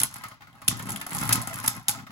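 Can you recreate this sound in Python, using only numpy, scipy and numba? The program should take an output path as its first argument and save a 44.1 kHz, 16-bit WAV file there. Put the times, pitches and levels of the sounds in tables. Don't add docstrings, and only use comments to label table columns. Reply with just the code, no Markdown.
import sys
import numpy as np
from scipy import signal
from scipy.fft import rfft, irfft, next_fast_len
from scipy.io import wavfile
from numba import njit

SR = 44100
rng = np.random.default_rng(int(sys.argv[2]) if len(sys.argv) > 2 else 0)


def digitize_waveform(pressure):
    field = np.atleast_2d(pressure).T
    bounded = np.clip(field, -1, 1)
    quanta = np.round(bounded * 32767).astype(np.int16)
    wavfile.write(sys.argv[1], SR, quanta)


N = 93095
CONTACT_RISE_S, KNOCK_RISE_S = 0.00025, 0.0026


def rims(scrape):
    # (time [s], level [dB])
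    clash_hits = [(0.0156, -14.5), (0.0336, -5.5), (0.6799, -7), (0.6835, -5), (0.9606, -22.5),
                  (1.292, -12), (1.3259, -6.5), (1.3296, -4), (1.334, -12.5), (1.3566, -14.5), (1.677, -9),
                  (1.6798, -6.5), (1.8834, -8), (1.8871, -11), (1.9113, -22)]
    # (time [s], level [dB])
    graze_hits = [(.001, -13), (.006, -25), (0.14, -28.5), (0.158, -37), (.164, -33), (0.239, -34.5),
                  (0.285, -36), (0.528, -56), (0.617, -41), (0.713, -30), (0.794, -31), (0.825, -32),
                  (.865, -37.5), (.893, -25), (0.904, -23), (0.919, -22.5), (0.997, -45), (1.0144, -26),
                  (1.066, -26), (1.132, -24.5), (1.1827, -23), (1.214, -23.5), (1.416, -25), (1.473, -22),
                  (1.541, -25), (1.588, -35), (1.646, -28), (1.662, -21.5), (1.893, -12.5)]
    # (frequency [Hz], level [dB])
    rim_colour = [(300, -16), (1200, -8), (2500, -5.5), (5000, -4), (6500, -0.5), (8500, 4.5), (11500, 1.5),
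                  (13000, 1), (14500, -2.5), (16000, -21.5)]
    # (frequency [Hz], width [Hz], boost [dB])
    rim_modes = [(7730, 200, 2), (9600, 360, 4), (10500, 400, 4), (11200, 500, 5), (15380, 140, 12)]
    clash_s, clash_db = np.array(clash_hits).T
    graze_s, graze_db = np.array(graze_hits).T
    clacks = chatter(blows(clash_s, undb(clash_db)), t60=0.013, rise=CONTACT_RISE_S)
    clacks = room(clacks, wet_db=-7.5)
    ticks = chatter(blows(graze_s, undb(graze_db)), t60=0.02, rise=0.00035)
    ticks = room(ticks + scrape, wet_db=-5.5)
    return ring(clacks + ticks, rim_colour, rim_modes) + room(weight_rings(), wet_db=-9.5)


def weight_rings(spread_octaves=0.13):
    # (time [s], level [dB], favoured pitch [Hz])
    pings = [(0.0146, -24.5, 3190), (.237, -40, 4880), (0.418, -54, 4880), (0.529, -51, 3190),
             (0.6796, -15.5, 3360), (0.6833, -20.5, 2640), (.6855, -24, 4330), (0.9607, -26, 3050),
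             (1.014, -33.5, 3500), (1.327, -23, 3550), (1.6791, -20, 3550), (1.8833, -18, 3650),
             (1.8837, -16.5, 6530)]
    metal_modes = [2520, 2790, 3190, 3500, 3690, 4080, 4900, 5880, 6790, 7230]
    t = np.arange(SR // 10) / SR
    hz = np.array(metal_modes, float)
    shape = strike_envelope(t, t60=0.019, rise=CONTACT_RISE_S)
    out = np.zeros((2, N + SR))
    for start, db, favoured_hz in pings:
        gains = undb(db) / (1 + (np.log2(hz / favoured_hz) / spread_octaves) ** 2)
        phases = rng.uniform(0, 2 * np.pi, (2, len(hz), 1))
        partials = np.sin(2 * np.pi * hz[:, None] * t + phases)
        first = int(start * SR)
        out[:, first:first + len(t)] += shape * (gains @ partials)
    return out[:, :N]


def skitter(hops_per_s=260, ring_hz=1181, ring_octaves=0.4164):
    # (time [s], rattle [dB], boom [dB])
    skitter_levels = [(0, -80, -33.5), (0.102, -49, -61), (.18, -46.5, -52.5), (0.301, -46, -62),
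                      (.38, -62.5, -63), (.46, -59, -58), (.66, -51.5, -55.5), (.74, -44, -41),
                      (.85, -47, -41), (0.907, -39, -34.5), (1.048, -49.5, -48.5), (1.156, -35, -35.5),
                      (1.271, -36.5, -38), (1.388, -34.5, -33), (1.446, -44, -54.5), (1.507, -37.5, -40.5),
                      (1.7, -40, -46.5), (1.775, -44.5, -44.5), (1.846, -56, -65.5), (1.917, -39, -44),
                      (2.012, -47, -44.5), (2.05, -58, -55), (2.11, -64, -47.5)]
    gap, force, pitch, roughness = rng.standard_normal((4, 1200))
    times = np.cumsum(np.exp(gap / 2)) / hops_per_s
    heard = times < N / SR
    times, gains = times[heard], undb(3 * force[heard])
    hops = chatter(blows(times, gains), t60=0.025, rise=0.00049)
    tones = floor_spots(times, gains, ring_hz * 2 ** (ring_octaves * np.clip(pitch[heard], -2, 2)))
    grit_gains = undb(9 * np.minimum(roughness[heard], 2))
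    grit = chatter(blows(times, grit_gains), t60=0.005, rise=CONTACT_RISE_S)
    hops, grit, tones = hops / hops.std(), grit / grit.std(), tones / tones.std()
    when, *levels = np.array(skitter_levels).T
    rattle_db, boom_db = (np.interp(np.arange(N) / SR, when, db) for db in levels)
    scrape_db = -32 + 1.57 * (rattle_db + 32)
    hollow = tones * undb(rattle_db - 5.5)
    return grit * undb(scrape_db), hops * undb(rattle_db) / 2, hollow, hops * undb(boom_db)


def arena(rattle, hollow, hop_push, boom_delay_s=0.00366):
    # (time [s], rattle [dB], pitch of the struck spot [Hz], boom [dB])
    knocks = [(0.003, -27, 1280, -40.5), (0.017, -26.5, 1464, -39), (0.037, -26, 1453, -44),
              (0.157, -31.5, 1400, -46), (0.236, -28, 1280, -55), (0.252, -36, 2160, -46),
              (0.282, -49, 1650, -64), (0.314, -37, 1162, -53), (0.406, -42, 832, -56),
              (0.419, -38, 1500, -60), (0.47, -42.5, 1440, -72), (0.495, -54.5, 2070, -59),
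              (0.618, -35.5, 1136, -52), (0.683, -36, 1060, -30), (0.71, -27.5, 1084, -40.5),
              (0.723, -45, 866, -32.5), (0.795, -27.5, 968, -38.5), (0.866, -33.5, 1080, -42),
              (0.887, -28.5, 878, -39), (0.958, -31, 2250, -66), (1.011, -27, 1746, -51.5),
              (1.063, -30.5, 732, -43.5), (1.117, -27.5, 925, -37), (1.212, -26.5, 1370, -29),
              (1.226, -22, 2145, -31.5), (1.29, -20, 1180, -28.5), (1.307, -17.5, 1660, -36),
              (1.349, -23, 1270, -30.5), (1.375, -29.5, 913, -28), (1.472, -27.5, 800, -38),
              (1.642, -25, 886, -48.5), (1.677, -28, 860, -36), (1.887, -24.5, 833, -37.5),
              (1.986, -34, 1120, -46), (2.066, -35.5, 1140, -60), (2.104, -35.5, 1240, -55)]
    # (frequency [Hz], level [dB])
    floor_colour = [(150, -16), (420, -20.5), (600, -7), (850, 0.5), (1250, 4), (2200, -11), (3200, -7.5),
                    (6000, -15.5), (12000, -18.5)]
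    # (frequency [Hz], width [Hz], boost [dB])
    floor_modes = [(616, 23.6, 3), (825, 13, 6.5), (1600, 24, 1.4), (2153, 390, 12)]
    when, db, spot_hz, boom_db = np.array(knocks).T
    clatter = chatter(blows(when, undb(db)), t60=0.043, rise=KNOCK_RISE_S)
    floor = ring(clatter + rattle, floor_colour, floor_modes)
    struck = floor_spots(when, undb(db - 7.5), spot_hz)
    knock_push = blows(when + boom_delay_s, undb(boom_db) * np.sqrt(0.01 * SR))
    boom = dish(knock_push + hop_push)
    return room(floor + struck + hollow, wet_db=-1.5) + undb(-1.5) * room(boom, wet_db=-8)


def floor_spots(times, gains, hz, overtone_ratio=1.58, overtone_db=-5.5):
    t = np.arange(SR // 16) / SR
    shape = strike_envelope(t, t60=0.077, rise=KNOCK_RISE_S)
    out = np.zeros(N + SR)
    for start, gain, pitch in zip(times, gains, hz):
        phase = 2 * np.pi * pitch * t
        tone = np.sin(phase) + undb(overtone_db) * np.sin(overtone_ratio * phase)
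        first = int(start * SR)
        out[first:first + len(t)] += gain * shape * tone
    return out[:N]


def dish(push):
    # (frequency [Hz], level [dB])
    drum_colour = [(25, -4), (55, -5), (80, -5), (115, -1), (200, -5), (290, -5), (350, -15), (450, -21),
                   (900, -26), (3000, -119.5)]
    # (frequency [Hz], width [Hz], boost [dB])
    drum_modes = [(122, 62, 5.1), (167, 23, 3.4), (278.6, 38, 5.8)]
    # (time [s], frequency [Hz])
    lowest_resonance = [(.7, 94), (.82, 115), (.92, 134), (.96, 193), (1.03, 214), (1.091, 280),
                        (1.151, 136), (1.23, 115), (1.41, 100.6), (1.5, 115.6)]
    corner_hz = np.interp(np.arange(N) / SR, *np.array(lowest_resonance, float).T)
    boom = ring(push, drum_colour, drum_modes)
    return np.array([high_pass(side, corner_hz, damping=0.8) for side in boom])


def blows(times, gains):
    out = np.zeros(N)
    np.add.at(out, np.clip((times * SR).astype(int), 0, N - 1), gains)
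    return out


def strike_envelope(t, t60, rise):
    return (1 - np.exp(-t / rise)) * np.exp(-np.log(1000) * t / t60)


def chatter(impulses, t60, rise):
    shape = strike_envelope(np.arange(SR // 5) / SR, t60, rise)
    power = np.abs(signal.fftconvolve(impulses ** 2, shape ** 2)[:N])
    return np.sqrt(power) * rng.standard_normal((2, N))


def ring(x, colour, modes, size=8192):
    hz = np.arange(size // 2 + 1) * SR / size
    peaks = sum((undb(db) - 1) / (1 + (2 * (hz - centre) / width) ** 2) for centre, width, db in modes)
    gain = undb(curve_at(hz, colour)) * (1 + peaks)
    gain /= np.sqrt(np.mean(gain ** 2))
    cepstrum = irfft(np.log(gain))
    cepstrum[1:size // 2] *= 2
    cepstrum[size // 2 + 1:] = 0
    response = irfft(np.exp(rfft(cepstrum)))
    return signal.fftconvolve(x, response[None], axes=1)[:, :N]


@njit
def high_pass(x, hz, damping):
    y, band_state, low_state = np.empty(len(x)), 0., 0.
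    for i in range(len(x)):
        g = np.tan(np.pi * hz[i] / SR)
        band = (band_state + g * (x[i] - low_state)) / (1 + g * (g + damping))
        low = low_state + g * band
        band_state, low_state = 2 * band - band_state, 2 * low - low_state
        y[i] = x[i] - damping * band - low
    return y


def undb(db):
    return 10 ** (np.asarray(db) / 20)


def curve_at(hz, table, column=1):
    table = np.array(table, float)
    return np.interp(np.log(hz + 1), np.log(table[:, 0]), table[:, column])


def room(x, wet_db, rise_s=0.00034):
    # (frequency [Hz], time to fall 60 dB [s])
    decays = [(100, 0.38), (300, 0.21), (900, 0.14), (2000, 0.13), (5000, 0.29), (10000, 0.12),
              (16000, 0.14)]
    size = SR // 2
    t, hz = np.arange(size) / SR, np.arange(size // 2 + 1) * SR / size
    noise = rfft(rng.standard_normal((2, size)))
    log_centres = np.log([centre for centre, _ in decays])
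    tail = np.zeros((2, size))
    for share, (_, t60) in zip(np.eye(len(decays)), decays):
        band = irfft(noise * np.interp(np.log(hz + 1), log_centres, share), size)
        tail += band * strike_envelope(t, t60, rise_s)
    tail /= np.sqrt(np.sum(tail ** 2, axis=1, keepdims=True))
    return x + undb(wet_db) * signal.fftconvolve(x, tail, axes=1)[:, :N]


def microphones(x):
    # (frequency [Hz], likeness [0-1], left minus right [dB])
    image = [(47.7, 0, 22), (131, 0.54, 0.5), (272, 1, 1.5), (755, 0.22, 4), (1250, 0.54, 1.5),
             (1950, 0, 2.5), (3630, 0, 1.5), (4870, 0, -4.5), (7870, 0.92, 0), (16000, 0.84, 0)]
    # (frequency [Hz], lead [rad])
    right_lead = [(0, 0), (1200, -.4), (1600, -3), (5300, -3), (6400, 1), (7300, 1.3), (8500, 3.1),
                  (9200, 3.2), (10400, 6.2), (11400, 6.3), (13000, 9.3), (14200, 9.8), (15000, 12.4),
                  (16000, 12.6)]
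    size = 2 * next_fast_len(N // 2 + SR // 20, True)
    left, other = rfft(x, size)
    hz = np.arange(size // 2 + 1) * SR / size
    likeness = curve_at(hz, image)
    balance = undb(curve_at(hz, image, column=2) / 2)
    right = likeness * left + np.sqrt(1 - likeness ** 2) * other
    right *= np.exp(1j * np.interp(hz, *np.array(right_lead).T))
    return irfft(np.array([left * balance, right / balance]))[:, :N]


def scene():
    scrape, rattle, hollow, hop_push = skitter()
    return microphones(rims(scrape) + arena(rattle, hollow, hop_push))


def record(dry):
    ceiling, cutoff_hz = 0.9, 16000
    low_pass = signal.ellip(8, .2, 70, cutoff_hz, fs=SR, output="sos")
    return signal.sosfilt(low_pass, ceiling * np.tanh(dry / ceiling))


dry = scene()
out = record(dry)
digitize_waveform(out)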